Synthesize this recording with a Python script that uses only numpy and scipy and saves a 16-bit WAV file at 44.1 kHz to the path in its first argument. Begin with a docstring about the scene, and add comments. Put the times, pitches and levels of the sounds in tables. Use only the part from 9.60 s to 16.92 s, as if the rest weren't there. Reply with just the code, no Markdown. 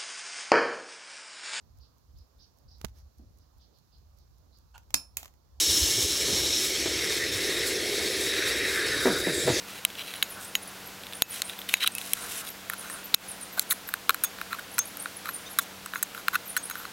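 """On a forest floor, a pocket tool's blade is worked through a tin can, first lying, then standing.
Each slip of the blade excites the can's damped resonances as a click; scrapes are clumps of tiny slips,
and the freed tool rings in three decaying modes. A tiny bird whistles gliding, very high syllables.
A far engine hums in wavering harmonics under shaped outdoor noise, the lid murmurs, and a squeak and
some low thumps are heard; a limiter ducks the whole after the sharpest snaps."""
import sys
import numpy as np
from scipy import signal
from scipy.fft import rfft, irfft
from scipy.io import wavfile
from scipy.ndimage import map_coordinates

SR = 44100
rng = np.random.default_rng(int(sys.argv[2]) if len(sys.argv) > 2 else 0)


def int16_out(signal):
    """Quantize to a 16-bit WAV file."""
    q = np.round(np.clip(np.atleast_2d(signal).T, -1, 1) * 32767)
    wavfile.write(sys.argv[1], SR, q.astype(np.int16))


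N = 322812  # samples

STOOD_UP_S, NEW_GRIP_S = 2.9, 3.6  # the can is stood up; the tool is held in its second grip

# Outdoor noise spectrum. Each row: frequency in Hz, relative spectral level in dB.
AIR_SPECTRUM = [(12, -39), (20, -12), (138, -4.5), (177, -3.5), (241, -3.5), (642, -3), (1060, -3),
                (1190, -4.5), (1400, -1.5), (1860, -4.5), (3530, -6), (9140, -13.5), (11800, -12.5),
                (12800, -14), (16000, -15)]
AIR_DB = -44.22  # mean rms level
# Engine harmonics. Each row: multiple of the fundamental, mean rms level in dB.
HUM_HARMONICS = [(1, -68), (2, -59), (3, -63.5), (5, -63.5), (6, -71), (7, -66), (8, -68)]
HUM_HZ = 95.74  # mean fundamental

# Frequency bands of a contact sound. Each row: lower edge in Hz, upper edge in Hz.
BANDS = [(1050, 1900), (1900, 4400), (5000, 9000), (9000, 17000)]
# Nominal resonances of the hand-damped can, lying. Each row: frequency in Hz, width in Hz, level in dB.
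CAN_LYING = [(1560, 310, -7), (3080, 900, -10), (3850, 98, -2), (6580, 900, -20.5), (9100, 99, -27),
             (10420, 270, -2.5), (11900, 910, -1), (14700, 660, -13)]
# The same for the can standing. Each row: frequency in Hz, width in Hz, level in dB.
CAN_STANDING = [(1400, 27, -35), (1464, 130, -3.5), (2490, 380, -12.5), (4000, 205, -6.5), (6570, 60, -6.5),
                (7780, 130, -8.5), (8500, 100, -17), (10350, 180, -21), (10660, 680, -11), (12050, 210, -6),
                (12980, 290, -5.5), (15500, 370, -12)]

# Blade drawn through the tin. Each row: start in seconds, end in seconds, strength in dB, brightness in dB.
STROKES = [(0.362, 0.433, -41, -4), (.415, 0.61, -45.5, 1), (1.849, 1.952, -46.5, 3),
           (2.083, 2.145, -38, 8), (2.137, 2.2, -44, 2), (2.196, 2.254, -31.5, -4.5),
           (2.257, 2.285, -30, -4.5), (2.836, 2.902, -43, 15), (3.113, 3.147, -44.5, 2),
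           (3.968, 4.004, -38.5, -0.5), (4.098, 4.134, -32.5, 19), (4.901, 4.958, -44, -7),
           (4.984, 4.998, -40.5, -5.5), (5.642, 5.7, -44.5, -4.5), (6.327, 6.402, -46.5, 6),
           (6.539, 6.62, -49, 3), (6.728, 6.764, -34.5, -3), (7.127, 7.276, -49.5, 0.5)]
# Hands and sleeves on the can. Each row: start in seconds, end in seconds, strength in dB, brightness in dB.
SLIDES = [(0.064, 0.212, -53, -7), (0.792, .87, -54, 7.5), (1.708, 1.818, -47.5, -1),
          (2.335, 2.728, -50.5, 2.5), (2.671, 2.832, -46, 3.5), (3.172, 3.43, -57, 1),
          (3.998, 4.033, -50.5, 13), (6.007, 6.043, -54, 12)]
STROKE_GRIT, SLIDE_GRIT = 0.98, 0.54  # share of tiny slips in the rubbing's energy, 0-1
# Colour of a stroke with the can lying. One value for each of the BANDS, in dB.
STROKE_LYING_DB = (-16.5, 0, -11, -10)
# Colour of a stroke with the can standing. One value for each of the BANDS, in dB.
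STROKE_STANDING_DB = (1, -8, -12.5, -4)
# Colour of a hand slide. One value for each of the BANDS, in dB.
SLIDE_DB = (-9, 2, 1, 1)
# A sharp contact favours the treble. One value for each of the BANDS, in dB per dB of brightness.
BRIGHT_LEAN = (-0.51, -0.38, .38, 0.46)

# Blade slips and snaps. Each row: start in seconds, length of the slip in seconds (0.1 ms at least is used),
# wall resonance in Hz, cut edge resonance in Hz, strength in dB, brightness in dB.
CLICKS = [(0.2505, 0.00018, 3090, 11200, -26.5, -1), (0.626, 0.0026, 3820, 10600, -37, -21.5),
          (0.6284, 0.00078, 3930, 10900, -38, 11), (0.953, 0.0006, 3030, 10900, -31.5, -6.5),
          (1.6215, 0.000087, 3740, 9900, -22.5, 1.5), (1.8193, 0.00066, 4240, 7460, -33.5, -9),
          (2.09, 0.00093, 3010.0, 10620.0, -45, -2), (2.1397, 0.00099, 2650, 10800, -26.5, -9),
          (2.238, 0.002, 3880.0, 12320.0, -39.5, -9), (2.2438, 0.0023, 1440, 13110.0, -43.5, -10),
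          (2.275, 0.001, 3700, 11600, -30, 0), (2.3513, 0.0005, 2650, 10900, -48, 22),
          (2.383, 0.0006, 2870, 14750.0, -42, 5), (2.5343, 0.001, 3270, 10000, -30, 9),
          (3.0988, 0.0001, 1750, 11300, -39.5, 4), (3.135, 0.00058, 1450, 11630.0, -46.5, 1),
          (3.299, 0.0032, 1810.0, 8420.0, -48, -4), (3.542, 0.00042, 3900, 8600, -29.5, -26),
          (3.5455, 0.00063, 3840, 13400, -21.5, 4.5), (3.995, 0.00018, 4370, 12450.0, -29.5, 10),
          (4.109, 0.009, 3850.0, 12470.0, -33, 0), (4.1208, 0.0052, 1640.0, 12400.0, -37, 5.5),
          (4.289, 0.0019, 1560, 12900.0, -46.5, 5), (4.3389, 0.00021, 1620, 13200, -35.5, 0.5),
          (4.494, 0.00012, 1300, 11800, -24.5, -7), (4.4977, 0.00033, 1260, 12730.0, -38, -12),
          (4.505, 0.0004, 1390, 13480.0, -33.5, -4), (4.5446, 0.00011, 1420.0, 12470.0, -40, 4.5),
          (4.6372, 0.011, 1360.0, 12700, -32.5, 14.5), (4.646, 0.0044, 1400.0, 13300, -41, 13),
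          (4.814, 0.00022, 1480, 13460.0, -45, -6), (4.9297, 0.00037, 1470, 11600, -44, -10),
          (5.182, 0.0069, 1280, 13460.0, -35, 1.5), (5.1903, 0.0026, 1380, 7970, -31.5, 10.5),
          (5.371, 0.0012, 1380.0, 11600, -51.5, 18), (5.4577, 0.00092, 1470, 7840.0, -49, -26),
          (5.6895, 0.0066, 1510, 11800, -44, -3), (5.9873, 0.0073, 1470, 13500.0, -27, 3.5),
          (6.2604, 0.0019, 1370, 8100, -44, -4), (6.3356, 0.00064, 1610, 12470.0, -51, -14),
          (6.3574, 0.0054, 1540, 13260.0, -50, -19), (6.4277, 0.00023, 1690, 11400, -36.5, 13.5),
          (6.431, 0.00075, 1680.0, 8000, -40, 16), (6.6825, 0.00028, 1490, 11500, -32, -7.5),
          (6.7543, 0.0057, 1450, 11520.0, -33.5, -8.5), (6.9659, 0.0084, 1470, 11100, -33, 0.5),
          (6.974, 0.0062, 1520, 6860, -39.5, 4), (7.099, 0.0017, 1370, 12200, -45.5, 8),
          (7.1099, 0.0071, 1320, 13350.0, -46.5, -1), (7.1545, 0.002, 1510, 11260.0, -51.5, -6),
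          (7.252, 0.0044, 1410, 14470.0, -53.5, -12)]
# Colour of an ordinary snap on the slack wall. One value for each of the BANDS, in dB.
SNAP_DB = (4, -.5, -8, 2)
# Added where the wall is stiff and rings high. One value for each of the BANDS, in dB.
STIFF_WALL_DB = (-16, 4.5, 3.5, -1)
# Added where a long cut edge rings low. One value for each of the BANDS, in dB.
LONG_EDGE_DB = (-6, -6.5, 8.5, -1.5)
# Change of colour with strength. One value for each of the BANDS, in dB per dB above USUAL_SNAP_DB.
FORCE_LEAN = (-0.19, -0.14, 0.07, -0.041)
USUAL_SNAP_DB = -33.5
# Light ticks of the blade's point. Each row: start in seconds, level in dB before TICK_GAIN_DB.
TICKS = [(0.3022, -36), (0.3536, -35), (0.5057, -37), (0.5385, -29.5), (1.4357, -36), (1.468, -33.5),
         (1.5253, -35), (1.534, -30), (1.8963, -26.5), (1.99, -32), (2.0167, -32), (2.0944, -22),
         (2.4144, -28.5), (2.8744, -33.5), (4.786, -36), (5.657, -28.5), (6.548, -32), (6.577, -32.5)]
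TICK_GAIN_DB, TICK_BRIGHT_DB = -20.5, -4.5
TICK_SLIP_S, TICK_EDGE_HZ = 0.0014, 13000
TICK_LYING_HZ, TICK_STANDING_HZ = 3490, 1430  # wall resonance with the can lying or standing

# Bird syllables, by name, as chains of glides. Each row: time from the start in seconds, frequency in Hz.
SYLLABLES = { "slur": [(0, 13600), (.014, 13950), (.023, 13200), (.031, 11400), (.033, 9450), (.053, 9600),
             (.065, 10000), (.085, 10200)], "zigzag": [(0, 9700), (.013, 8200), (.018, 9700), (.029, 9000),
             (.04, 11200), (.051, 9200), (.068, 7800)], "hook": [(0, 9400), (.01, 10400), (.022, 9700)],
             "pip": [(0, 11200), (.012, 12100), (.024, 11400), (.036, 12000)], "rise": [(0, 11300),
             (.027, 14900)], "dip": [(0, 12400), (.014, 9800), (.027, 8700), (.05, 10000)],
             "arch": [(0, 8900), (.014, 11000), (.026, 11700), (.048, 9400)], "double": [(0, 10200),
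             (.006, 11300), (.016, 9200), (.025, 11400), (.046, 7700)], }
# Bird calls. Each row: start in seconds, rms level in dB, name of the syllable.
BIRD_CALLS = [ (.42, -60, "pip"), (0.551, -47, "hook"), (0.676, -46, "slur"), (0.838, -48, "zigzag"),
              (1.018, -45, "hook"), (1.073, -44.5, "hook"), (1.249, -47.5, "pip"), (1.529, -46.5, "zigzag"),
              (1.674, -42, "slur"), (1.839, -44.5, "zigzag"), (1.983, -46, "rise"), (2.311, -49, "zigzag"),
              (2.598, -43.5, "dip"), (2.752, -43, "double"), (2.888, -43, "rise"), (3.175, -42.5, "double"),
              (3.296, -42, "zigzag"), (3.438, -42, "rise"), (3.678, -39.5, "double"), (3.802, -42, "dip"),
              (3.922, -45, "rise"), (4.084, -38, "double"), (4.272, -42, "rise"), (5.109, -47, "arch"),
              (5.249, -44.5, "arch"), (5.386, -40.5, "zigzag"), (5.56, -42, "hook"), (5.68, -41.5, "pip"),
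              (5.727, -38.5, "dip"), (5.895, -46, "arch"), (6.852, -41, "slur"), (7.02, -40.5, "zigzag"),
              (7.17, -45, "pip"), ]

# Blade springing free. Each row: start in seconds, level in dB, extra swing of the lowest mode in dB.
RINGS = [(.629, -32, -1), (.954, -28, -8), (1.622, -22.5, -2), (2.14, -29, -1), (2.275, -42, -4),
         (2.3513, -49.5, 25.5), (3.546, -35, 7), (4.646, -30.5, 2.5), (5.192, -22.5, -9), (5.994, -47, 17),
         (6.3585, -40, -3), (6.9745, -32.5, -2), (7.1106, -39, -7), (7.252, -54, -7)]
# Free modes of the steel tool in the first grip. Each row: frequency in Hz, 60 dB decay time in seconds.
RING_LYING = [(2600, 0.19), (6697, 0.05), (13190, 0.086)]
# The same in the second grip. Each row: frequency in Hz, 60 dB decay time in seconds.
RING_STANDING = [(3488, 0.087), (6309, 0.086), (6546, 0.12)]
# Mode shares in the first grip. One value for each mode, in dB.
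RING_LYING_DB = (-11.5, 4, -7)
# Mode shares in the second grip. One value for each mode, in dB.
RING_STANDING_DB = (-5, -13, 0.5)
# In the second grip a hard release wakes the middle mode. One value for each mode, in dB per dB
# above USUAL_RING_DB.
WAKE = (0, 1, -0.11)
USUAL_RING_DB = -38

# Fingers dragging over the lid. Each row: start in seconds, end in seconds, rms level in dB.
LID_RUBS = [(.7, .89, -50.5), (2.52, 2.9, -49), (3.169, 3.442, -49.5)]
# Low thumps, some under hard snaps. Each row: start in seconds, frequency in Hz, decay to 1/e in seconds,
# level in dB.
THUMPS = [(1.6216, 60, 0.00009, -0.5), (2.139, 910, 0.00052, -16.5), (3.5419, 60, 0.00013, -16.5),
          (3.978, 720, 0.0015, -25), (4.4975, 422, 0.0028, -25.5)]
# Faint stereo width by frequency. Each row: frequency in Hz, level in dB.
STEREO_SIDE = [(60, -18), (150, -33.5), (380, -20.5), (950, -31), (2380, -66.5), (5980, -46.5),
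               (15000, -32.5)]


def amp(db):
    """Amplitude gain of a level in decibels."""
    return 10 ** (np.asarray(db) / 20)


def evened(x):
    """Normalisation to unit rms."""
    return x / np.sqrt(np.mean(x ** 2) + 1e-20)


def add(mix, s, sound):
    """Superposition: a sound is summed into the mix from time s on."""
    part = mix[max(round(s * SR), 0):][:len(sound)]
    part += sound[:len(part)]


def drift(rate, size):
    """Slow random modulation: a spline through normal deviates, rate of them per second."""
    t = np.arange(size) / SR
    knots = rng.standard_normal(int(size / SR * rate) + 4)
    return map_coordinates(knots, [t * rate + 1], order=2, mode="nearest")


def spectrum_gain(table):
    """Frequency response: levels in dB interpolated along log frequency."""
    hz, db = np.transpose(table)
    log_hz = np.log(np.fft.rfftfreq(N, 1 / SR) + 1)
    return amp(np.interp(log_hz, np.log(hz), db))


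def struck(modes, t):
    """Impulse response of damped resonators: a wider resonance decays faster."""
    return sum(amp(db) * w * np.exp(-np.pi * w * t) * np.sin(2 * np.pi * hz * t) for hz, w, db in modes)


def coloured(x, levels_db):
    """Spectral distribution: the contact's place and hardness set how much goes into each band."""
    out = 0
    for band, db in zip(BANDS, levels_db):
        band_pass = signal.butter(4, band, "band", fs=SR, output="sos")
        out = out + amp(db) * evened(signal.sosfilt(band_pass, x))
    return out


def can_response(s, extra=(), spread=0.054, shell_db=-6, shell_s=0.0014):
    """Modal response of a shell: main resonances over a dense wash of quickly dying modes."""
    t = np.arange(SR // 50) / SR
    modes = CAN_LYING if s < STOOD_UP_S else CAN_STANDING
    # the grip shifts each resonance by up to the share spread
    modes = [(hz * (1 + spread * rng.uniform(-1.0, 1)), w, db) for hz, w, db in modes] + list(extra)
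    shell = rng.standard_normal(len(t)) * np.exp(-t / shell_s)
    return evened(struck(modes, t)) + amp(shell_db) * evened(shell)


def outdoors(swell_db=-0.5):
    """Broadband noise: white noise shaped in frequency, its level swelling slightly."""
    noise = irfft(rfft(rng.standard_normal(N)) * spectrum_gain(AIR_SPECTRUM), N)
    return amp(AIR_DB + swell_db * drift(3.35, N)) * evened(noise)


def far_engine(waver=0.00496, fading_db=1.5):
    """Harmonic series: multiples of one wavering fundamental fade in and out on their way."""
    turns = np.cumsum(HUM_HZ * (1 + waver * drift(4, N))) / SR
    out = np.zeros(N)
    for multiple, db in HUM_HARMONICS:
        level = np.sqrt(2) * amp(db + fading_db * drift(5, N))  # root 2 turns rms into peak
        out += level * np.sin(2 * np.pi * (round(multiple) * turns + rng.random()))
    return out


def rubs():
    """Friction contacts: strokes are gritty and coloured by how the can stands, slides are smoother."""
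    contacts = []
    for row in STROKES:
        contacts.append((*row, STROKE_GRIT, STROKE_LYING_DB if row[0] < STOOD_UP_S else STROKE_STANDING_DB))
    for row in SLIDES:
        contacts.append((*row, SLIDE_GRIT, SLIDE_DB))
    return [(start, end, grit, db + np.array(colour_db) + bright_db * np.array(BRIGHT_LEAN))
            for start, end, db, bright_db, grit, colour_db in contacts]


def scrapes(grains_per_s=4000, firm_db=-35, rate_follow=1.1, size_db=4, judder_db=3, judder_rate=130,
            swish_db=1.3):
    """Stick-slip friction: clumped tiny slips ring the can, mixed with a soft, uneven swish."""
    out = np.zeros(N)
    for start, end, grit, levels_db in rubs():
        n = int((end - start) * SR)
        # a light touch gives separate ticks
        rate = max(grains_per_s * amp(rate_follow * (max(levels_db) - firm_db)), 200)
        slips = (rng.random(n) < rate / SR) * rng.choice([-1, 1], n)
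        slip_size_db = size_db * np.minimum(rng.exponential(1, n), 3)
        force = slips * amp(slip_size_db + judder_db * np.tanh(drift(judder_rate, n)))
        catching = evened(signal.fftconvolve(force, can_response(start))[:n])
        swish = evened(rng.standard_normal(n) * amp(swish_db * drift(218, n)))
        rubbing = np.sqrt(grit) * catching + np.sqrt(1 - grit) * swish
        add(out, start, coloured(rubbing * signal.windows.tukey(n, .4), levels_db))
    return out


def light_ticks():
    """Repeated equal excitation: all ticks share one slip length, and the can's stance sets the wall pitch."""
    rows = []
    for s, db in TICKS:
        wall_hz = TICK_LYING_HZ if s < STOOD_UP_S else TICK_STANDING_HZ
        rows.append((s, TICK_SLIP_S, wall_hz, TICK_EDGE_HZ, db + TICK_GAIN_DB, TICK_BRIGHT_DB))
    return rows


def snap_colour(wall_hz, edge_hz, db, bright_db):
    """Contact spectrum: band levels follow from a snap's strength, sharpness and place on the can."""
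    stiff, long_edge = wall_hz > BANDS[1][0], edge_hz < BANDS[3][0]
    place_db = stiff * np.array(STIFF_WALL_DB) + long_edge * np.array(LONG_EDGE_DB)
    sharpness_db = bright_db * np.array(BRIGHT_LEAN)
    force_db = (db - USUAL_SNAP_DB) * np.array(FORCE_LEAN)
    return db + np.array(SNAP_DB) + place_db + sharpness_db + force_db


def clicks(wall_width=300, wall_db=1, edge_width=260, edge_db=-5, grit_db=-3):
    """Impulsive excitation: one sharp snap and a gritty slide drive the resonances (widths in Hz)."""
    out, t = np.zeros(N), np.arange(SR // 50) / SR
    for s, slip_s, wall_hz, edge_hz, db, bright_db in list(CLICKS) + light_ticks():
        slip_s = max(slip_s, 1e-4)
        grit = rng.standard_normal(len(t)) * np.exp(-(t / slip_s) ** 2)
        # longer slips are more grit than snap
        force = amp(grit_db) * np.sqrt(slip_s / 0.0042) * grit / np.linalg.norm(grit)
        force[0] += 1
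        body = can_response(s, [(wall_hz, wall_width, wall_db), (edge_hz, edge_width, edge_db)])
        snap = signal.fftconvolve(force, body)[:len(t)]
        add(out, s, coloured(snap, snap_colour(wall_hz, edge_hz, db, bright_db)))
    return out


def bird(waver=0.015, flutter_db=5.0, woods_db=-6, woods_t60=0.28, second_ratio=1.22, second_db=-13):
    """Frequency modulation: gliding whistles with a faint second voice above, scattered by the trees."""
    out = np.zeros(N)
    for s, db, name in BIRD_CALLS:
        at, hz = np.transpose(SYLLABLES[name])
        t = np.arange(0, at[-1], 1 / SR)
        pitch = np.interp(t, at, hz) * (1 + waver * drift(375, len(t)))
        swell = signal.windows.tukey(len(t), .4) * amp(flutter_db * drift(191, len(t)))
        phase = 2 * np.pi * np.cumsum(pitch) / SR
        voices = np.sin(phase) + amp(second_db) * np.sin(second_ratio * phase)
        add(out, s, amp(db) * evened(swell * voices))
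    t = np.arange(SR // 3) / SR
    woods = rng.standard_normal(len(t)) * amp(-60 * t / woods_t60)
    scattered = signal.fftconvolve(out, woods / np.linalg.norm(woods))[:N]
    return out + amp(woods_db) * scattered


def blade_ring():
    """Free vibration: when the blade springs free, the tool's modes decay exponentially."""
    out, t = np.zeros(N), np.arange(SR // 6) / SR
    for s, ring_db, low_db in RINGS:
        modes, shares_db = RING_LYING, np.array(RING_LYING_DB)
        if s > NEW_GRIP_S:
            modes = RING_STANDING
            shares_db = np.array(RING_STANDING_DB) + (ring_db - USUAL_RING_DB) * np.array(WAKE)
        shares_db = [shares_db[0] + low_db, *shares_db[1:]]
        for (hz, t60), db in zip(modes, shares_db):
            add(out, s, amp(ring_db + db - 60 * t / t60) * np.sin(2 * np.pi * hz * t))
    return out


def lid(hz=1430, width=260, uneven_db=4.0, uneven_rate=35):
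    """Resonance under random forcing: dragging skin keeps the lid's main mode sounding softly."""
    out, t = np.zeros(N), np.arange(SR // 50) / SR
    for start, end, db in LID_RUBS:
        n = int((end - start) * SR)
        unevenness = amp(uneven_db * drift(uneven_rate, n))
        drag = rng.standard_normal(n) * unevenness * signal.windows.tukey(n, .4)
        murmur = signal.fftconvolve(drag, struck([(hz, width, 0)], t))[:n]
        add(out, start, amp(db) * evened(murmur))
    return out


def thumps():
    """Heavy damping: each low thump dies at once."""
    out, t = np.zeros(N), np.arange(SR // 30) / SR
    for s, hz, decay_s, db in THUMPS:
        add(out, s, amp(db) * np.exp(-t / decay_s) * np.cos(2 * np.pi * hz * t))
    return out


def squeak(s=5.858, length_s=0.031, tones=((3680, -46), (6120, -50)), waver=0.013):
    """Common frequency modulation: two faint, short tones (Hz, dB) waver together."""
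    out, n = np.zeros(N), int(length_s * SR)
    turns = np.cumsum(1 + waver * drift(280, n)) / SR
    voices = sum(amp(db) * evened(np.sin(2 * np.pi * hz * turns)) for hz, db in tones)
    add(out, s, signal.windows.tukey(n, .5) * voices)
    return out


def scene():
    """Stereo width: a faint quarter-turned copy is added left and subtracted right."""
    mix = outdoors() + far_engine() + scrapes() + clicks() + bird() + blade_ring() + lid() + thumps() + squeak()
    side = irfft(1j * rfft(mix) * spectrum_gain(STEREO_SIDE), N)  # 1j: a quarter turn of phase
    return np.array([mix + side, mix - side])


def record(dry, limit_db=-5.0, recovery_db_per_s=130, attack_s=0.00056, edge_hz=16050):
    """Peak limiting: gain ducks after the hardest snaps, what slips past clips; then a low-pass."""
    peak_db = 20 * np.log10(abs(dry).max(0) + 1e-9)
    fall = np.arange(N) * recovery_db_per_s / SR
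    held_peak_db = np.maximum.accumulate(peak_db + fall) - fall
    over_db = np.maximum(held_peak_db - limit_db, 0)
    r = np.exp(-1 / (attack_s * SR))
    reduction_db = signal.lfilter([1 - r], [1, -r], over_db)
    limited = np.clip(dry / amp(reduction_db), -1, 1)
    low_pass = signal.firwin(255, edge_hz, window=("kaiser", 8), fs=SR)
    return signal.oaconvolve(limited, low_pass[None], "same")


dry = scene()
out = record(dry)
int16_out(out)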